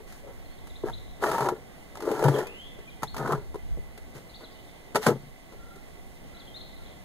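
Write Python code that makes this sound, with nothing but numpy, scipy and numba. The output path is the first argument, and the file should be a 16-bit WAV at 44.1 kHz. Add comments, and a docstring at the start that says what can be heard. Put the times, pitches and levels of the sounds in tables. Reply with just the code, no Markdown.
"""A knock and a faint gritty scrape, then bursts of plastic pipes dragged and knocked in a big plastic tub in a yard.
Slips and blows ring modes of the tub wall and the pipe; noise shaped by the same contacts is the crackling grit.
Birds, gliding near-sine notes, sing in the trees, with a few steady tones, over far traffic and wind of filtered noise.
A camera with two close microphone ports widens its stereo by subtracting each port, delayed, from the other."""
import sys
import numpy as np
from scipy import signal
from scipy.fft import rfft, irfft, next_fast_len
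from scipy.io import wavfile
from scipy.ndimage import uniform_filter1d
from numba import njit

SR = 44100
rng = np.random.default_rng(int(sys.argv[2]) if len(sys.argv) > 2 else 0)


def pcm_store(signal):
    """Save signal as 16-bit PCM."""
    levels = np.round(np.clip(np.atleast_2d(signal), -1, 1) * 32767)
    wavfile.write(sys.argv[1], SR, levels.astype(np.int16).T)


N = 310464

# blows on the pipe: (time [s], crack level [dB], pipe body level [dB], pipe overtone level [dB],
# brightest overtone [Hz])
BLOWS = [(0.002, -66.0, -37.0, -46.5, 1070.0), (0.123, -49.0, -64.0, -63.5, 1500.0),
         (0.67, -50.5, -45.0, -45.5, 980.0), (0.8365, -67.0, -20.0, -29.5, 610.0),
         (0.856, -55.0, -26.0, -46.5, 780.0), (0.8975, -50.0, -43.0, -27.5, 760.0),
         (1.2232, -48.0, -28.0, -14.5, 920.0), (1.238, -40.0, -26.0, -9.5, 1400.0),
         (1.26, -55.0, -19.0, -28.5, 1080.0), (1.3144, -36.5, -30.0, -14.5, 1340.0),
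         (1.3328, -54.0, -26.0, -17.5, 1160.0), (1.348, -56.0, -30.0, -18.5, 1140.0),
         (1.382, -42.0, -28.0, -15.5, 990.0), (1.4063, -39.5, -32.0, -15.5, 1280.0),
         (1.424, -56.0, -27.0, -19.5, 780.0), (1.45, -56.0, -21.0, -23.5, 1030.0),
         (1.4865, -34.5, -26.0, -11.5, 1080.0), (1.5168, -66.0, -19.0, -38.5, 910.0),
         (1.9533, -47.5, -64.5, -31.5, 1080.0), (1.971, -47.0, -44.0, -33.5, 780.0),
         (2.0036, -46.0, -42.0, -28.5, 980.0), (2.022, -45.0, -33.0, -32.5, 980.0),
         (2.074, -56.0, -18.0, -27.5, 920.0), (2.1135, -39.0, -16.0, -34.5, 760.0),
         (2.142, -50.0, -26.0, -28.5, 870.0), (2.1915, -43.0, -26.0, -20.5, 820.0),
         (2.2248, -40.0, -14.5, -22.5, 890.0), (2.2395, -34.0, -19.0, -11.5, 910.0),
         (2.2543, -49.0, -19.0, -20.5, 860.0), (2.2825, -34.0, -16.0, -11.5, 860.0),
         (2.335, -55.0, -17.0, -28.5, 810.0), (2.362, -50.0, -28.0, -24.5, 1120.0),
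         (2.373, -56.0, -20.0, -24.5, 780.0), (2.386, -37.5, -18.0, -17.5, 700.0),
         (2.434, -52.0, -34.0, -30.5, 730.0), (2.469, -44.5, -47.0, -36.5, 1180.0),
         (2.788, -58.0, -36.5, -64.5, 790.0), (3.022, -48.0, -38.0, -30.5, 1260.0),
         (3.031, -34.0, -32.5, -16.0, 1100.0), (3.1437, -45.0, -44.0, -25.5, 1160.0),
         (3.165, -39.5, -46.0, -24.5, 1340.0), (3.18, -41.5, -39.0, -25.5, 1440.0),
         (3.197, -55.0, -26.0, -32.5, 990.0), (3.26, -48.0, -33.0, -22.5, 1100.0),
         (3.275, -45.0, -33.0, -17.5, 1180.0), (3.29, -52.0, -22.0, -30.5, 1070.0),
         (3.311, -50.0, -23.0, -28.5, 980.0), (3.3208, -37.5, -22.0, -20.5, 1070.0),
         (3.348, -55.0, -29.0, -31.5, 1070.0), (3.375, -60.0, -33.0, -38.5, 1050.0),
         (3.543, -53.0, -31.0, -29.5, 820.0), (3.5554, -55.0, -27.0, -33.5, 990.0),
         (3.772, -64.0, -34, -50.5, 760.0), (3.976, -48.0, -40, -47.5, 910.0),
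         (4.1521, -60.0, -37.0, -48.5, 1160.0), (4.9468, -39.5, -25.0, -22.5, 1220.0),
         (4.956, -26.0, -18.0, -11.5, 940.0), (4.961, -40.0, -26.0, -13.5, 860.0),
         (5.0652, -24.5, -8.0, -9.5, 1460.0), (5.083, -37.5, -19.0, -16.5, 1220.0),
         (5.5238, -64.0, -44.0, -41.5, 1260.0), (5.758, -54.0, -43.0, -47.5, 1300.0)]


def pipes():
    """Dragged and struck pipes: the same slips ring the plastic and shed grit."""
    slips = stick_slip(rate=520., scatter_db=1.03)
    *body_drags, grit_drag = drag_gains()
    return tub_and_pipe(slips, body_drags) + grit_and_cracks(slips, grit_drag)


def tub_and_pipe(slips, drags):
    """Tub and pipe modes ring alike at both ports, a little later and softer at the far one."""
    # modes of the pipe body, the tub wall and the pipe overtones:
    # (frequency [Hz], level [dB], decay by 60 dB [s])
    pipe_body = [(318.4, -0.5, 0.035), (368, 2.5, 0.075), (424.7, 3, 0.085), (473, -2.5, 0.053),
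                 (565, -3, 0.035)]
    tub_wall = [(120, 4, .14), (137, 10, .2), (152, 5, .14), (188, 3, .08), (240, 4, .06)]
    pipe_overtones = [(647, -2, 0.05), (776, -4, 0.05), (865.5, -5.5, 0.062), (939, -3, 0.056),
                      (1027, -7.5, 0.048), (1177, -8.5, 0.04), (1312, -5.5, 0.042), (1414, -4.5, 0.03),
                      (1682, -8, 0.028), (1815, -19, 0.04)]
    # thuds on the tub wall: (time [s], level [dB])
    thuds = [(0.8341, -32), (1.4045, -28.5), (1.42, -31), (2.2408, -25), (2.248, -14.5), (2.281, -15.5),
             (2.291, -18), (3.026, -32.5), (3.19, -33), (3.235, -28), (3.3216, -29), (3.334, -21),
             (3.5419, -42), (3.7702, -38), (4.1513, -37), (4.9466, -28), (5.066, -17)]
    far_port_lag, far_port_db = 4.83, -0.95  # lag in samples

    hit_s, _, body_db, overtone_db, bright_hz = np.transpose(BLOWS)
    thud_s, thud_db = np.transpose(thuds)
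    near = ring(pipe_body, slips, drags[0], hit_s, body_db, 420, spot_db=2.6, spread_s=.0025)
    near = near + ring(tub_wall, slips, drags[1], thud_s, thud_db, 150, spot_db=2.6, spread_s=.0015)
    near = near + ring(pipe_overtones, slips, drags[2], hit_s, overtone_db, bright_hz, spot_db=2.6, spread_s=.0015)
    # the ringing is cut steeply below about 112 Hz
    near = signal.sosfilt(signal.butter(6, 112, "high", fs=SR, output="sos"), near)

    # a phase slope delays by a fraction of a sample
    size = next_fast_len(N)
    turns = np.arange(size // 2 + 1) / size * far_port_lag
    far = irfft(rfft(near, size) * np.exp(-2j * np.pi * turns), size)[:N]
    return np.array([near, undb(far_port_db) * far])


def grit_and_cracks(slips, drag):
    """Grit and cracks scatter off the wall and reach the two ports unlike: separate noise at each."""
    # colour of grit and cracks: (frequency [Hz], relative level [dB])
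    sand_spectrum = [(1200, 4), (2050, 6.5), (3400, -0.5), (5000, -1), (7000, -1), (10000, -3), (14500, -5),
                     (15500, -25)]
    # each slip sheds a short spray of grains over an even sandy hiss
    spray = signal.lfilter([1], [1, -.97], spikes(*slips) ** 2)
    grit = drag * np.sqrt(0.52 + 0.29 * spray / spray.mean())

    # a crack has a sharp burst and a fainter, slower tail
    t = np.arange(int(.08 * SR)) / SR
    burst = 1.15 * np.exp(-t / 0.0066) * (1 - np.exp(-t / 0.0007))
    tail = burst + 0.17 * np.exp(-t / 0.027)
    hits = spikes((np.transpose(BLOWS)[0] * SR).astype(int), undb(np.transpose(BLOWS)[1]))
    crack = signal.fftconvolve(hits, tail)[:N]

    sand = colour(rng.standard_normal((2, N)), sand_spectrum)
    return 1.41 * sand * np.hypot(grit, crack)


def drag_gains():
    """Rise, hold and fall of each drag for pipe body, tub wall, overtones and grit; overtones fall furthest."""
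    # drags: (start [s], rise [s], hold [s], fall [s], pipe body level [dB], swell over the hold [dB],
    # then tub wall, pipe overtones and grit against the body [dB])
    drags = [(0.05, 0.028, 0.12, .05, -70, -3.5, -2, -8, 15),
             (0.2, 0.083, 0.018, 0.045, -46.5, -4, -13, -6, -20),
             (0.833, 0.0049, 0.017, 0.046, -36.5, 3, -12, -12, -35),
             (0.839, 0.029, .02, 0.053, -41.5, 1.5, -6, 6, -11),
             (1.189, 0.039, 0.24, 0.069, -28.5, -4, -14, 2, -11.5),
             (1.49, 0.012, 0.024, 0.17, -39, -3, -3, -1, -34),
             (1.92, 0.14, 0.34, 0.18, -31.5, 3, -19.5, -3, -17),
             (2.19, 0.062, 0.034, 0.056, -24, -0.5, -0.5, -4, -26.5),
             (3.129, 0.048, .155, .13, -35, 3, -3.5, 1.5, -19),
             (4.11, 0.042, 0.025, 0.15, -49.5, 0.5, -4, -10, -4),
             (4.38, 0.025, 0.032, 0.027, -47, -2.5, -20, -1, -14),
             (4.944, 0.0038, 0.011, 0.075, -24, -1, -9, -2, -17),
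             (4.989, 0.041, 0.029, 0.012, -56.5, -2, 0, 18, 19.5),
             (5.058, 0.004, 0.019, 0.088, -19.5, 2.5, -1.5, -6.5, -17),
             (5.12, 0.032, 0.11, .15, -67.5, -4.5, 20.5, -7, 0),
             (5.5, 0.026, .01, 0.058, -44, -3, -23, -12, -13)]
    # how far under its hold a drag rises from and falls to: (body [dB], tub [dB], overtones [dB], grit [dB])
    fade_db = (32, 28.7, 40.7, 37)
    tables = []
    for start, rise, hold, fall, db, swell_db, *shares_db in drags:
        times = np.cumsum([start, rise, hold, fall])
        shape = db + np.array([[0], [0], [swell_db], [swell_db]]) - np.outer([1, 0, 0, 1], fade_db)
        tables.append(np.column_stack([times, shape + [0, *shares_db]]))
    return [curves(tables, k + 1) for k in range(4)]


def stick_slip(rate, scatter_db):
    """Random slip moments, about rate a second, of nearly even size; train rms 1."""
    chance = rng.random((int(N / SR * 1500), 2))
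    at = np.cumsum(-np.log(chance[:, 0]) * SR / rate).astype(int)
    size = undb(-scatter_db * np.log(0.089 + chance[:, 1]))[at < N]
    return at[at < N], size * np.sqrt(N / np.sum(size ** 2))


def ring(modes, slips, slip_gain, hit_s, blow_db, bright_hz, spot_db, spread_s):
    """Slips and blows ring each mode; every contact lands on another spot, so mode shares and onsets differ."""
    drift_share = .02  # grip and tilt change, so each mode's pitch drifts
    wander_db = 3.2  # as the contact slides along, each mode swells and fades on its own
    focus_db = 10  # a blow's modes an octave from its brightest are this much weaker
    push_cycles = .2  # plastic yields: a blow builds each mode up over this many cycles

    at, size = slips
    hits = (hit_s * SR).astype(int)
    slip_spot = rng.standard_normal((len(at), len(modes)))
    hit_spot = undb(spot_db * rng.standard_normal((len(hits), len(modes))))
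    onset = (spread_s * SR * rng.random((len(hits), len(modes)))).astype(int)
    out = 0
    for k, (hz, db, t60) in enumerate(modes):
        fade = np.exp(-np.log(1000) / (t60 * SR))
        step = 2 * np.pi * hz * (1 + drift_share * walk(9)) / SR
        # a dense train of rms 1 rings the mode at rms 1
        even = np.sqrt(2 * (1 - fade ** 2))
        rub = spikes(at, size * slip_spot[:, k]) * slip_gain * undb(wander_db * walk(14)) * even
        focused_db = blow_db - focus_db * np.log2(hz / bright_hz) ** 2
        blow = spikes(hits + onset[:, k], undb(focused_db) * hit_spot[:, k])
        soft = np.exp(-hz / (push_cycles * SR))
        out = out + undb(db) / np.sqrt(len(modes)) * resonate(rub, blow, step, fade, soft)
    return out


@njit
def resonate(rub, blow, step, fade, soft):
    """One mode whose phase advances by step radians a sample; blows build it up, slips kick it at once."""
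    out, mode, push = np.empty(len(rub)), 0j, 0j
    for i in range(len(rub)):
        turn = np.exp(1j * step[i])
        push = soft * turn * push + (1 - soft) * blow[i] + 1e-18
        mode = fade * turn * mode + rub[i] + push
        out[i] = mode.imag
    return out


def birds_and_tones():
    """Bird notes and steady tones reach one port late; bird notes and twitter also ring on among the trees."""
    lag = 11  # samples between the ports for notes and steady tones
    trees_db = 1.2
    flutter, rasp = walk(150), walk(400)
    song = bird_notes(flutter, rasp)
    direct = song + steady_tones(flutter)
    echo = among_trees(song + twitter(count=160, level_db=-66))
    return undb([[1.2], [-.8]]) * np.array([direct, np.roll(direct, lag)]) + undb(trees_db) * echo


def bird_notes(flutter, rasp):
    """Near-sine notes with a slight flutter glide to a turn and on to their end."""
    # notes: (start [s], first glide [s], second glide [s], start [Hz], turn [Hz], end [Hz], level [dB])
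    notes = [(.445, 0.016, 0.017, 4300, 4250, 3350, -66), (.51, .03, .012, 4300, 4350, 4100, -65),
             (.578, .008, .008, 3100, 3600, 4200, -62), (.697, 0.013, 0.02, 4150, 3450, 3500, -56),
             (.754, 0.01, 0.0082, 3260, 4220, 3430, -50.5), (.922, 0.021, 0.013, 3040, 4220, 3330, -47.5),
             (2.34, 0.011, 0.008, 3480, 3150, 2750, -47), (2.44, .21, 0.065, 2300, 3380, 3520, -51),
             (2.872, .008, .02, 2380, 2420, 2420, -53), (2.895, 0.017, 0.026, 4250, 3280, 2900, -61),
             (3.066, 0.021, 0.022, 3050, 4350, 4380, -49), (4.293, .011, 0.015, 4000, 4180, 3420, -56),
             (4.297, .008, .02, 4720, 4700, 3800, -58), (4.339, 0.017, 0.016, 3150, 4720, 3200, -49.5),
             (4.438, 0.008, 0.016, 3700, 4200, 3050, -48), (4.675, .012, .014, 3800, 3650, 3350, -61),
             (4.55, 0.008, 0.008, 2900, 3000, 3150, -60), (.493, 0.007, 0.007, 3150, 3400, 3600, -60),
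             (.525, .008, .008, 3400, 3500, 3700, -61), (6.345, 0.0081, .015, 3880, 4000, 3890, -58),
             (6.366, 0.007, 0.007, 3100, 3700, 4400, -56), (6.39, 0.02, 0.016, 5000, 3500, 3200, -52),
             (6.47, 0.0087, .01, 3040, 3320, 2980, -57), (6.54, 0.036, 0.009, 3450, 4350, 3200, -46),
             (6.606, 0.0089, 0.0041, 3140, 3960, 4600, -45), (6.648, .005, .006, 4100, 3700, 3250, -57),
             (6.755, .006, .008, 3900, 4000, 4050, -58), (6.845, .01, .022, 3230, 3400, 4000, -62),
             (6.865, .005, .006, 3350, 3300, 3250, -58), (6.92, 0.01, .012, 3080, 3380, 3700, -59.5)]
    hoarse_rad_per_s = 2.2  # phase jitter grows with the length of a note
    edge, rounding = .3, .26  # shares of a note: fading in and out; smoothing the turn
    sag_db = -3  # level change over the second glide
    t, song = np.arange(N) / SR, np.zeros(N)
    for start, first, second, *stops_hz, db in notes:
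        at = np.arange(int(start * SR), int((start + first + second) * SR))
        hz = np.interp(t[at] - start, [0, first, first + second], stops_hz)
        hz = uniform_filter1d(hz, 1 + int(rounding * len(at)), mode="nearest")
        db = db + np.interp(t[at] - start, [first, first + second], [0, sag_db])
        phase = 2 * np.pi * np.cumsum(hz) / SR + hoarse_rad_per_s * (first + second) * rasp[at]
        song[at] += signal.windows.tukey(len(at), edge) * undb(db + 2.2 * flutter[at]) * np.sin(phase)
    return song


def steady_tones(flutter):
    """A pipe hoot, a dry squeak, a bird note and faint whistles: sines wavering in phase and level, no echo."""
    # tones: (start [s], end [s], frequency [Hz], level [dB])
    tones = [(0.228, 0.332, 549, -48), (4.516, 4.532, 4870, -59), (4.588, 4.61, 2990, -55),
             (5.555, 5.847, 1377, -56.5), (6.32, 6.46, 1362, -61.5), (6.78, 6.87, 1380, -62)]
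    t, out = np.arange(N) / SR, np.zeros(N)
    for start, end, hz, db in tones:
        at = np.arange(int(start * SR), int(end * SR))
        phase = 2 * np.pi * hz * t[at] + 0.65 * flutter[at]
        out[at] += signal.windows.tukey(len(at), .3) * undb(db + 3.3 * flutter[at - 900]) * np.sin(phase)
    return out


def twitter(count, level_db):
    """Many far birds: short random sweeps."""
    out, t = np.zeros(N + SR), np.arange(int(0.036 * SR)) / SR
    for when, pitch, bend, size in rng.random((count, 4)):
        hz = 2700 + 1300 * pitch + 50000 * (bend - .6) * t
        at = int(when * N)
        tone = np.hanning(len(t)) * np.sin(2 * np.pi * np.cumsum(hz) / SR)
        out[at:at + len(t)] += undb(level_db - 2.2 * size) * tone
    return out[:N]


def among_trees(song):
    """Decaying noise rings the song on, with a late smeared echo from across the yard; unlike at the ports."""
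    t60_s, slap_s, slap_db = 0.55, 0.27, -18
    t = np.arange(SR) / SR
    slap = undb(slap_db) * np.exp(-((t - slap_s) / 0.13) ** 2)
    leaves = rng.standard_normal((2, SR)) * (undb(-60 * t / t60_s) + slap)
    return signal.fftconvolve(song[None], leaves / np.sqrt(np.sum(leaves[0] ** 2)), axes=1)[:, :N]


def yard():
    """Far traffic, and moving air: octave bands swell together and flicker alone; a few whirrs sit in it."""
    # noise alike and unlike at the two ports: (frequency [Hz], relative level per hertz [dB])
    shared_spectrum = [(45, -64), (90, -71.5), (180, -72.5), (350, -80.5), (700, -88.5), (1100, -104.5),
                       (1600, -99.2), (2050, -108), (2400, -95), (3400, -100.7), (5000, -106.4),
                       (7000, -108.1), (10000, -107.8), (14500, -112.2)]
    apart_spectrum = [(45, -80.5), (90, -102), (180, -88.5), (350, -94), (700, -89), (1100, -96.5),
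                      (1600, -100), (2050, -93), (2400, -101.5), (3400, -102.9), (5000, -107.1),
                      (7000, -106.7), (10000, -107.9), (14500, -112.7)]
    # steady narrow whirrs: (centre [Hz], width [Hz], level [dB], left minus right at the ports [dB])
    whirrs = [(2022, 22.6, -64.5, -4.5), (715, 135, -61, -5.5), (1105, 23, -70, -8.5)]
    noise = rng.standard_normal((2, N)) * np.sqrt(SR / 2)
    shared, apart = colour(noise[0], shared_spectrum), colour(noise[1], apart_spectrum)
    ports = np.array([shared + 0.84 * apart, shared - 2.15 * apart])
    out, swell = 0, walk(1.0)
    # peel octaves off from the top; low ones swell and flicker most, and the rest below stays even
    for hz in 16000 / 2 ** np.arange(1, 9.):
        low = signal.sosfiltfilt(signal.butter(2, hz, fs=SR, output="sos"), ports)
        gusty = np.clip(1.2 - 0.12 * np.log2(hz / 60), .1, 2)
        out = out + (ports - low) * undb(gusty * (0.81 * swell + 1.2 * walk(20.0)))
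        ports = low
    for hz, width, db, pan_db in whirrs:
        band = [hz - width / 2, hz + width / 2]
        whirr = signal.sosfilt(signal.butter(2, band, "band", fs=SR, output="sos"), noise)
        out = out + undb([[db + pan_db], [db]]) * unit(whirr)
    return out + ports


def wind():
    """Wind on the ports: low buffeting noise, unrelated at the two."""
    # gusts: (time [s], level [dB])
    gusts = [(0.0, -51), (1.1, -43), (1.6, -57), (2.8, -51.5), (3.69, -37.5), (4.5, -67), (5.6, -53),
             (7.04, -52)]
    band = signal.butter(2, [22, 75], "band", fs=SR, output="sos")
    rumble = signal.sosfilt(band, rng.standard_normal((2, N)))
    return unit(rumble) * curves([gusts], 1) * undb(2.2 * walk(17))


def undb(db):
    """Decibels to gain."""
    return 10 ** (np.asarray(db) / 20)


def unit(x):
    """Scale to rms 1."""
    return x / np.sqrt(np.mean(x ** 2))


def walk(rate):
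    """Random levels held 1 / rate s and smoothed twice; spread near 1."""
    k = int(SR / rate)
    held = np.repeat(rng.standard_normal(N // k + 1), k)
    return 1.45 * uniform_filter1d(uniform_filter1d(held, k), k)[:N]


def colour(x, spectrum):
    """Weight a signal by (frequency [Hz], level [dB]) points on a log frequency axis."""
    size = next_fast_len(N)
    hz, db = np.transpose(spectrum)
    bins_hz = np.arange(1, size // 2 + 2) * SR / size
    gain = undb(np.interp(np.log(bins_hz), np.log(hz), db))
    return irfft(rfft(x, size) * gain, size)[..., :N]


def curves(tables, column):
    """Gain over time from one dB column of several tables, overlaps added; silent outside them."""
    out = np.zeros(N)
    for rows in map(np.array, tables):
        at = np.arange(int(rows[0, 0] * SR), min(int(rows[-1, 0] * SR), N))
        out[at] += undb(np.interp(at / SR, rows[:, 0], rows[:, column]))
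    return out


def spikes(at, size):
    """Impulses of given sizes at given samples."""
    return np.bincount(at, size, N)[:N]


def scene():
    """Pipes in the tub, birds and steady tones, yard and wind at the two ports."""
    return pipes() + birds_and_tones() + yard() + wind()


def record(dry):
    """Each channel loses a delayed, dulled share of the other port, which widens the image; the top is cut."""
    # tilt between the ports: (frequency [Hz], left minus right [dB]), half given to each side
    port_tilt = [(900, -0.5), (1500, 1.5), (2000, -6), (2700, 2), (4800, 6.5), (6500, 0.5), (10000, -3)]
    cross_share, cross_lag = 0.73, 16  # lag in samples
    dull, top_hz = 0.6, 15600  # dull is the one-pole smoothing of the subtracted copy
    other = signal.lfilter([1 - dull], [1, -dull], np.roll(dry[::-1], cross_lag, axis=1))
    left, right = dry - cross_share * other
    left = colour(left, np.multiply(port_tilt, [1, .5]))
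    right = colour(right, np.multiply(port_tilt, [1, -.5]))
    top_cut = signal.ellip(10, .2, 80, top_hz, fs=SR, output="sos")
    return signal.sosfilt(top_cut, np.array([left, right]))


dry = scene()
out = record(dry)
pcm_store(out)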